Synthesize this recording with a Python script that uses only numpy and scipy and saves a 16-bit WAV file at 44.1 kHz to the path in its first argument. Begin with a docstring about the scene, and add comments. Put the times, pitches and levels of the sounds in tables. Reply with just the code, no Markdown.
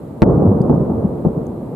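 """Night air over a city, heard by a microphone pair: far traffic and hiss, then a large firework shell bursts
far away and high up. Its shock, a blast wave dulled by the air, drives the recorder into clipping and rolls
back from buildings and ground as random weak echoes (rumble) and short trains of rounded cycles (thumps). A
faint tick rings close by, a smaller, duller shell bursts, then a third, weaker still, and a last tick follows
in the fading rumble. A limiter of limited depth holds the peaks down."""
import sys
import numpy as np
from scipy import signal
from scipy.fft import rfft, irfft, next_fast_len
from scipy.io import wavfile
from scipy.ndimage import uniform_filter1d, minimum_filter1d

SR = 44100
rng = np.random.default_rng(int(sys.argv[2]) if len(sys.argv) > 2 else 0)


def materialize(psi):
    """Save the field psi as 16-bit PCM at rate SR to the path in sys.argv[1].

    A 1-D psi becomes a single channel; in a 2-D psi each row is a channel.
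    """
    bounded = np.clip(np.atleast_2d(psi).T, -1, 1)
    quanta = np.round(bounded * 32767).astype(np.int16)
    wavfile.write(sys.argv[1], SR, quanta)


def how_loud(loudness_db):
    """Turn decibels into a plain amplitude multiplier (0 dB gives 1, 20 dB gives 10)."""
    steps = np.asarray(loudness_db, float) / 20
    return 10 ** steps


N = 77175  # samples, 1.75 s

# Spectrum of the hiss, only its shape counts: (f/Hz, level/dB)
HISS_SPECTRUM = [(1300, -35), (2200, -9), (2800, -9), (4000, -2.5), (5200, -9), (6100, -10), (7700, -3.5),
                 (9500, -5), (10800, -3.5), (11300, -1.5), (11800, -6), (12500, -4), (12950, 1),
                 (13400, -6.5), (14500, -12.5), (15600, -18.5), (16000, -40)]
# Spectrum of the far traffic, only its shape counts: (f/Hz, level/dB)
CITY_SPECTRUM = [(18, -49.5), (30, -17.5), (229, 4), (802, -14.5), (959, -13.5), (1060, -28), (1190, -19.5),
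                 (1400, -28.5), (3500, -44), (4550, -62.5), (7700, -120)]
# Correlation of left and right for city and rumble: (f/Hz, likeness 0..1)
LIKENESS = [(30, 1), (60, .93), (130, 1), (290, 0.89), (640, 0.67), (1400, 0.41), (3000, 0.067)]
# Left-right balance of all coloured noise: (f/Hz, left over right/dB)
LEANING = [(60, -1), (250, 0.9), (500, -1.5), (1000, -1.1), (2500, -1.5)]
# Ticks close by: (t/s, level/dB, left over right/dB, pitch factor)
TICKS = [(.617, -38.5, 8, 1.0), (1.467, -44, 15.5, 1.345)]
# Ringing modes of a tick at pitch factor 1: (f/Hz, level/dB, 60 dB decay time/s)
TICK_MODES = [(4800, 0, .011), (5150, -6, .008), (4200, -10, .006), (6650, -12, .012), (8380, -8, .009),
              (9390, -12, .01), (3300, -10, .006)]
# Spectrum of the far echoes, only its shape counts: (f/Hz, level/dB)
RUMBLE_SPECTRUM = [(12, -64.5), (20, -22), (54, -9), (101, -5), (128, -2), (235, -1), (292, -5.5),
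                   (469, -6.5), (723, -17), (1210, -29.5), (1790, -53.5), (3500, -87.5), (4550, -100),
                   (7700, -120)]
# Level of the returning echoes, before the gusts: (t/s, level/dB)
ROLL = [(0, -31.5), (.15, -32.5), (.212, -28), (.226, -20), (.236, -4), (.255, -8), (.3, -10.5),
        (.37, -13.5), (.44, -12.5), (.54, -13.5), (.595, -17), (.64, -15), (.692, -18.5), (.702, -9),
        (.79, -17.5), (.9, -18.5), (1.02, -19), (1.1, -20), (1.2, -23), (1.243, -24), (1.256, -14.5),
        (1.29, -21), (1.345, -23.5), (1.38, -20), (1.46, -25), (1.6, -26), (1.75, -27.5)]
# Strong far echoes, before the channel spread: (t/s, level/dB, f/Hz, cycles)
THUMPS = [(0.2337, 7, 169, 0.83), (0.278, -5, 340, 1.25), (0.3197, -3, 316, 1.08),
          (0.447, -4.5, 102.7, 7.6), (0.601, -4, 170, 3.1), (.704, -5.5, 197, 2), (0.737, -6, 222, 1.8),
          (.80, -10.5, 177.4, 2.9), (1.041, -8, 202, 5.2), (1.263, -3, 188.4, 2.66),
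          (1.279, -11, 138, 1.14), (1.36, -11, 152.7, 4.2)]
# Shell bursts: (t/s, level/dB, positive phase/s, air low-pass f/Hz, sharp front re burst level/dB)
SHELLS = [(0.21995, 15, .0017, 1900, -26), (0.6966, 5, .0013, 950, -35), (1.2502, -1, .0018, 1000, -70)]
# Ground and closest walls: (delay/s, level/dB, left over right/dB, extra delay of left/s, low-pass f/Hz)
NEAR_REFLECTIONS = [(.0037, -12, 0, .0001, 1500), (.0045, -5, 0, .0009, 1600), (.0083, -15, -2, .0027, 900),
                    (.0132, -13, 2, -.0001, 800)]
# Polarity of each near reflection: (sign)
NEAR_SIGNS = [-1, 1, 1, 1]

TIME = np.arange(N) / SR
LEFT_RIGHT = np.array([[1], [-1]])  # sign of a channel difference


def dull(x, cut_hz, order=2):
    """Butterworth low-pass: distance and soft surfaces take the treble."""
    return signal.sosfilt(signal.butter(order, min(cut_hz, .45 * SR), fs=SR, output="sos"), x)


def at_hz(points, hz):
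    """A table over frequency, read on a log-frequency axis."""
    table_hz, values = np.transpose(points)
    return np.interp(np.log(hz + 1), np.log(table_hz), values)


def coloured(x, spectrum, likeness):
    """Mid and side signals given a causal (minimum-phase) colour, mixed to a stereo pair of rms 1."""
    size = next_fast_len(N + SR // 2)
    hz = np.arange(size // 2 + 1) * SR / size
    # folding the cepstrum onto positive time makes the filter minimum-phase
    cepstrum = irfft(np.log(how_loud(at_hz(spectrum, hz)) + 1e-7), size)
    cepstrum[1:size // 2] *= 2
    cepstrum[size // 2:] = 0
    mid, side = rfft(x, size) * np.exp(rfft(cepstrum))
    alike = np.clip(likeness(hz), 0, 1)
    pair = np.sqrt(1 + alike) * mid + np.sqrt(1 - alike) * side * LEFT_RIGHT
    lean = how_loud(at_hz(LEANING, hz) / 2 * LEFT_RIGHT)
    out = irfft(lean * pair, size)[:, :N]
    return out / np.sqrt(np.mean(out ** 2))


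def hiss():
    """Night air and preamplifier: steady noise, nearly independent in the two channels."""
    level_db, likeness = -63, 0.051
    noise = rng.standard_normal((2, N))
    return how_loud(level_db) * coloured(noise, HISS_SPECTRUM, lambda hz: likeness + 0 * hz)


def city():
    """Far traffic: steady coloured noise, most alike in both channels in the bass."""
    level_db = -34.5
    noise = rng.standard_normal((2, N))
    return how_loud(level_db) * coloured(noise, CITY_SPECTRUM, lambda hz: at_hz(LIKENESS, hz))


def ticks():
    """Something small and hard is touched close by: its modes ring briefly and die exponentially."""
    rise_s = 0.00098
    out = np.zeros((2, N))
    for start, db, pan_db, pitch in TICKS:
        t = np.clip(TIME - start, 0, None)
        ring = np.zeros(N)
        for hz, level_db, t60 in TICK_MODES:
            ring += how_loud(level_db - 60 * t / t60) * np.sin(2 * np.pi * hz * pitch * t)
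        out += how_loud(db + pan_db / 2 * LEFT_RIGHT) * ring * np.minimum(t / rise_s, 1)
    return out


def rumble():
    """Countless weak echoes of uneven size, dulled by distance, swelling and sinking in gusts."""
    echoes_per_s, size_spread_db = 2500, 2
    gust_db, gusts_per_s = 0.85, 12
    sizes_db = size_spread_db * np.minimum(rng.exponential(1, (2, N)), 5)
    signs = rng.choice([-1, 1], (2, N))
    arrives = rng.random((2, N)) < echoes_per_s / SR
    echoes = how_loud(sizes_db) * signs * arrives
    gust = np.interp(TIME * gusts_per_s, np.arange(100), rng.standard_normal(100))
    level_db = np.interp(TIME, *np.transpose(ROLL)) + gust_db * gust
    return how_loud(level_db) * coloured(echoes, RUMBLE_SPECTRUM, lambda hz: at_hz(LIKENESS, hz))


def thumps():
    """Large far surfaces send the blast back as a few rounded cycles, each with a random offset in level and
    timing between the channels."""
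    # random offsets between the channels; the earlier channel is the weaker one
    spread_db, spread_s = -2, 0.0002
    out = np.zeros((2, N))
    for start, db, hz, cycles in THUMPS:
        side = rng.standard_normal() * LEFT_RIGHT
        progress = np.clip((TIME - start + spread_s * side) * hz / cycles, 0, 1)
        swell = np.sin(np.pi * progress) ** 2
        out += how_loud(db + spread_db * side) * swell * np.sin(2 * np.pi * cycles * progress)
    return out


def shock(start, phase_s, fade):
    """Blast wave: a jump in pressure that falls through zero into a suction phase."""
    u = (TIME - start) / phase_s
    return np.where(u >= 0, (1 - u) * np.exp(-fade * np.clip(u, 0, 200)), 0)


def folded(start, phase_s):
    """A reflected blast, folded into an even N-shaped wave."""
    u = (TIME - start) / phase_s
    return np.where((u >= 0) & (u < 2), 1 - u, 0)


def shells():
    """Each shock arrives directly, then again off the ground and the closest walls, dulled by the air."""
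    front_hz, fade = 5000, 1.2  # fade per positive phase
    out = np.zeros((2, N))
    for start, db, phase_s, air_hz, front_db in SHELLS:
        wave = shock(start, phase_s, fade) * np.ones((2, 1))
        out += how_loud(db + front_db) * dull(wave, front_hz)  # the sharp front that survives
        for sign, (delay, loss_db, pan_db, lag, cut_hz) in zip(NEAR_SIGNS, NEAR_REFLECTIONS):
            left = how_loud(pan_db / 2) * folded(start + delay + lag, phase_s)
            right = how_loud(-pan_db / 2) * folded(start + delay, phase_s)
            wave = wave + sign * how_loud(loss_db) * dull(np.array([left, right]), cut_hz)
        out += how_loud(db) * dull(dull(wave, air_hz), air_hz, order=4)
    return out


def scene():
    """All sources at the microphone pair."""
    return shells() + thumps() + rumble() + city() + ticks() + hiss()


def roll_off(x):
    """The treble ends steeply here."""
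    return signal.sosfilt(signal.butter(12, 15900, fs=SR, output="sos"), x)


def record(dry):
    """Microphone bass cut, look-ahead limiter of limited depth, hard overload beyond it."""
    mic_low_hz = 46.3
    limit_db, depth_db, look_ahead_s, recover_db_per_s = -.4, 5, .004, 85
    x = signal.sosfilt(signal.butter(3, mic_low_hz, "high", fs=SR, output="sos"), dry)
    peak_db = 20 * np.log10(np.abs(x).max(axis=0) + 1e-9)  # the louder channel steers both
    over_db = np.clip(peak_db - limit_db, 0, depth_db)
    # hold each peak, then let the gain recover at a steady rate
    ramp = recover_db_per_s * TIME
    held_db = np.maximum(np.maximum.accumulate(over_db + ramp) - ramp, 0)
    ahead = int(look_ahead_s * SR)
    gain_db = minimum_filter1d(-held_db, 2 * ahead + 1)
    gain_db = uniform_filter1d(uniform_filter1d(gain_db, ahead), ahead)
    mix = np.clip(x * how_loud(gain_db), -1, 1)
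    return roll_off(mix)


dry = scene()
out = record(dry)
materialize(out)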